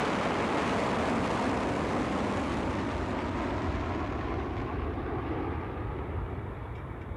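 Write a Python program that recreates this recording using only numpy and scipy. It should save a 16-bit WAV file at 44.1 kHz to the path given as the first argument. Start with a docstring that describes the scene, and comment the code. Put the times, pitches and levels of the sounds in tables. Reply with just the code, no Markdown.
"""An open airport apron at night: a jet airliner climbs away.
Its exhaust roars with turbulent mixing and crackles with tiny shocks. With distance the air swallows
the treble, the deep rumble of the plume takes over, and the bounce off the concrete sweeps a slow comb
upward. Underneath, far machinery drones and a parked turbine whines faintly; near the end something
like a latch clicks a few times."""
import sys
import numpy as np
from scipy import signal
from scipy.fft import rfft, irfft
from scipy.io import wavfile
from scipy.ndimage import uniform_filter1d

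SR = 44100
rng = np.random.default_rng(int(sys.argv[2]) if len(sys.argv) > 2 else 0)


def store_pcm(level_fs):
    """Save levels as 16-bit WAV."""
    pcm = np.round(np.clip(level_fs, -1, 1) * 32767).astype(np.int16)
    wavfile.write(sys.argv[1], SR, np.atleast_2d(pcm).T)


N = 315756
TIME = np.arange(N) / SR


def undb(db):
    """Decibels to gain."""
    return 10 ** (np.asarray(db) / 20)


def curve(points, time):
    """Read an envelope of (seconds, value) points along straight lines."""
    return np.interp(time, *np.transpose(points))


def spectrum_db(points, hz):
    """Read an EQ curve of (Hz, dB) points on a log-frequency axis."""
    point_hz, db = np.transpose(points)
    return np.interp(np.log(np.maximum(hz, 1)), np.log(point_hz), db)


def bell(hz, centre_hz, octaves):
    """An EQ bell of height 1 on a log-frequency axis."""
    return np.exp(-(np.log2(hz / centre_hz) / octaves) ** 2)


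def unit(x):
    """Scale to rms 1."""
    return x / np.std(x)


def filtered(x, gain):
    """Filter by a gain that is a function of frequency."""
    return irfft(rfft(x) * gain(np.fft.rfftfreq(N, 1 / SR)), N)


def noise(points):
    """Noise of rms 1, coloured by an EQ curve."""
    return unit(filtered(rng.standard_normal(N), lambda hz: undb(spectrum_db(points, hz))))


def resonance(centre_hz, width_hz):
    """Noise of rms 1 in one steep-sided resonance."""
    white = rng.standard_normal(N)
    return unit(filtered(white, lambda hz: 1 / (1 + ((hz - centre_hz) / width_hz * 2) ** 2)))


def walk(rate):
    """A smooth random modulator of spread 1 that moves about rate times a second."""
    hold = max(int(SR / rate), 1)
    steps = np.repeat(rng.standard_normal(N // hold + 1), hold)[:N]
    return unit(uniform_filter1d(steps, hold))


def distance(time, recede_s=2.2):
    """The jet's range on a straight path, in multiples of its nearest range, which is at time 0."""
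    return np.hypot(1, time / recede_s)


def apron(wash_db=-44.5):
    """The bed: a steady wash of far machinery and the whine of a parked turbine."""
    # Colour of the wash. Each row: frequency in Hz, relative level in dB.
    wash_eq = [(30, -37), (60, -0.5), (150, -3), (210, -12.5), (400, -7), (1000, -17), (2000, -22.5),
               (2800, -42), (3700, -38), (4250, -55), (8000, -52), (11500, -51), (15000, -63)]
    # The turbine's narrow bands. Each row: centre in Hz, width in Hz, level in dB.
    whine_bands = [(2270, 100, -66), (3400, 150, -76), (3730, 60, -80)]
    whine = sum(undb(db) * resonance(hz, width) for hz, width, db in whine_bands)
    return undb(wash_db) * noise(wash_eq) + whine


def latch_clicks(rise_s=0.0017, t60_s=0.17):
    """Each click is a short rattle in a latch's resonances; the higher ones die sooner."""
    # The clicks. Each row: start in seconds, level in dB.
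    hits = [(6.297, -62), (6.752, -51.5), (6.78, -61), (7.012, -55.5)]
    # The latch's resonances. Each row: centre in Hz, width in Hz, relative level in dB.
    modes = [(2290, 180, 0.5), (2710, 300, -8), (3220, 220, -11.5), (3710, 120, -10), (5400, 1300, -16.5),
             (7000, 1500, -20)]
    out = 0
    for hz, width, mode_db in modes:
        ring = resonance(hz, width)
        decay_s = t60_s * np.sqrt(modes[0][0] / hz)
        for start, db in hits:
            age = np.maximum(TIME - start, 0)
            envelope = (1 - np.exp(-age / rise_s)) * np.exp(-np.log(1000) * age / decay_s)
            out = out + undb(db + mode_db) * ring * envelope
    return out


def plume_rumble():
    """Eddies in the plume make a deep rumble that builds as the jet leaves."""
    # Colour of the eddies. Each row: frequency in Hz, relative level in dB.
    eddy_eq = [(20, -30), (32, -22), (45, 5), (60, 9.5), (90, 12), (115, 9), (150, -1.5), (220, -7),
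               (500, -76)]
    # The rumble's fader. Each row: time in seconds, level in dB.
    fader = [(0.0, -46.5), (1.5, -42.5), (2.4, -39), (2.9, -38), (3.5, -36), (4.4, -37.7), (5.3, -38),
             (5.9, -37), (6.3, -36.5), (6.75, -40)]
    return undb(curve(fader, TIME)) * noise(eddy_eq)


def exhaust(shocks_per_s=4200, scatter_db=4.5, crossover_hz=1700, burst_db=0.7, duck_db=0.1):
    """Mixing noise below, steep little shocks crackling in bursts above; together flat in spectrum."""
    arrives = rng.random(N) < shocks_per_s / SR
    bursts = unit(walk(240) + walk(60))
    shocks = unit(arrives * undb(scatter_db * rng.standard_normal(N) + burst_db * bursts))
    crackle = filtered(shocks, lambda hz: hz ** 2 / np.hypot(hz ** 2, crossover_hz ** 2))
    white = rng.standard_normal(N)
    mixing = filtered(white, lambda hz: crossover_hz ** 2 / np.hypot(hz ** 2, crossover_hz ** 2))
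    return crackle + mixing * undb(-duck_db * bursts)


def roar_eq(hz, time, hump_db=2, rasp_db=1.8, rasp_fade_s=0.55, body_hz=480):
    """The roar's moving EQ in dB: it fades and grows heavier as the jet recedes and turns its tail."""
    # The exhaust's colour up close. Each row: frequency in Hz, relative level in dB.
    close_eq = [(150.0, -1.5), (240.0, 1), (400.0, -2), (620.0, -2.0), (850.0, -4.5), (1020.0, -4.5),
                (1180.0, -6.5), (1500.0, -12), (2200.0, -14), (3200.0, -22), (5000.0, -30), (7000.0, -32.5),
                (9800.0, -39.5), (11500.0, -50.5), (13500.0, -69)]
    # The roar's fader. Each row: time in seconds, relative level in dB.
    fader = [(0.0, -33), (0.5, -32.5), (0.85, -32.5), (1.2, -34), (1.6, -35.5), (2.2, -36), (2.65, -37.5),
             (3.2, -38.5), (3.48, -37.5), (3.95, -39.5), (4.5, -41.5), (5.1, -43.5), (5.4, -41),
             (5.75, -43.5), (6.59, -49), (7.15, -53)]
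    # A low hump that holds, sags, then climbs. Each row: time in seconds, centre in Hz.
    hump = [(0.0, 236), (1.3, 235), (2.9, 207), (3.7, 238), (5.2, 310), (6.4, 305)]
    # The low body of the roar, beamed backward. Each row: time in seconds, low-shelf gain in dB.
    body = [(0.0, -0.9), (0.85, -0.8), (1.8, 3), (2.7, 3), (3.7, 0.7), (4.8, 4), (5.2, 5.5), (5.7, 1),
            (6.3, 5.5), (6.7, -2.5), (7.15, 5.5)]
    db = spectrum_db(close_eq, hz) + curve(fader, time)
    db += hump_db * bell(hz, curve(hump, time), octaves=0.31)
    side_on = np.exp(-(time / rasp_fade_s) ** 2)
    db += rasp_db * side_on * bell(hz, centre_hz=2900, octaves=0.98)
    return db + curve(body, time) / (1 + (hz / body_hz) ** 4)


def path_loss(hz, time, pivot_hz=1200, treble_hz=7000, air_power=1.8, hollow_db=3.5):
    """Loss in dB: air absorbs the treble, and soft ground at grazing angles scoops the low mids."""
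    # Treble sinks in uneven steps as the exhaust points away.
    # Each row: time in seconds, approximate loss at treble_hz in dB.
    treble_loss = [(0.0, 1.0), (0.8, 0), (1.2, -0.4), (2.68, -0.1), (2.82, 2.5), (3.1, 0.5), (3.15, 5),
                   (3.45, 4), (4.1, 9), (4.35, 12), (4.62, 10), (4.7, 18.5), (6.3, 34)]
    tilt = (hz ** air_power - pivot_hz ** air_power) / treble_hz ** air_power
    hollow = hollow_db * (distance(time) - 1) * bell(hz, centre_hz=570, octaves=0.39)
    return curve(treble_loss, time) * tilt + hollow


def turbulence(hz, time, flutter_db=0.54, patchy_db=1.35, gust_db=0.85):
    """Level wobble in dB: turbulent air flutters the roar more with distance; gusts sway the hiss."""
    together = np.interp(time, TIME, walk(rate=18))
    specks = rng.standard_normal((len(hz), len(time)))
    across_bands = uniform_filter1d(specks, size=9, axis=0)
    patches = unit(uniform_filter1d(across_bands, size=6, axis=1))
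    depth = (.5 + time / time[-1]) * hz / np.hypot(hz, 500)  # long waves stay steady
    gusts = np.interp(time, TIME, walk(rate=7)) * hz / np.hypot(hz, 7000)
    return (flutter_db * together + patchy_db * patches) * depth + gust_db * gusts


def through_air(x, low_cut_hz=135):
    """Shape the exhaust into a distant roar: weakened, dulled and fluttering on its way here."""
    hz, time, frames = signal.stft(x, SR, nperseg=1024, noverlap=768)
    hz = np.maximum(hz, 1)[:, None]
    db = roar_eq(hz, time) - path_loss(hz, time) + turbulence(hz, time)
    low_cut = hz ** 2 / np.hypot(hz ** 2, low_cut_hz ** 2)
    return signal.istft(frames * undb(db) * low_cut, SR, nperseg=1024, noverlap=768)[1][:N]


def over_concrete(x, dull_hz=1500, near_lag_ms=4.82, far_lag_ms=1.07):
    """The ground adds a duller copy; its lag shrinks as the jet nears the horizon, so the comb rises."""
    # The bounce swells once as the jet turns its tail. 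In order: start and end of the hold in seconds,
    # held level in dB, rise and fall in dB per second.
    start, end, held_db, rise, fall = (3.9, 5.8, -6.4, 5.0, 8)
    swell_db = held_db - rise * np.maximum(start - TIME, 0) - fall * np.maximum(TIME - end, 0)
    lag_ms = far_lag_ms + (near_lag_ms - far_lag_ms) / distance(TIME)
    dulled = filtered(x, lambda hz: 1 / (1 + (hz / dull_hz) ** 6))
    return x + undb(swell_db) * np.interp(TIME - lag_ms / 1000, TIME, dulled)


def jet(roar_gain_db=19.5):
    """The plume's rumble and the crackling roar, each heard directly and off the concrete."""
    rumble = plume_rumble()
    roar = undb(roar_gain_db) * through_air(exhaust())
    return over_concrete(roar + rumble)


def scene():
    """The jet, the apron bed and the clicks, in mono."""
    return (jet() + apron() + latch_clicks())[None]


def record(dry, ceiling=0.19, top_hz=15100):
    """Soft saturation rounds the highest peaks; a steep low-pass cuts the top."""
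    rounded = ceiling * np.tanh(dry / ceiling)
    return signal.sosfilt(signal.ellip(8, .2, 70, top_hz, fs=SR, output="sos"), rounded)


dry = scene()
out = record(dry)
store_pcm(out)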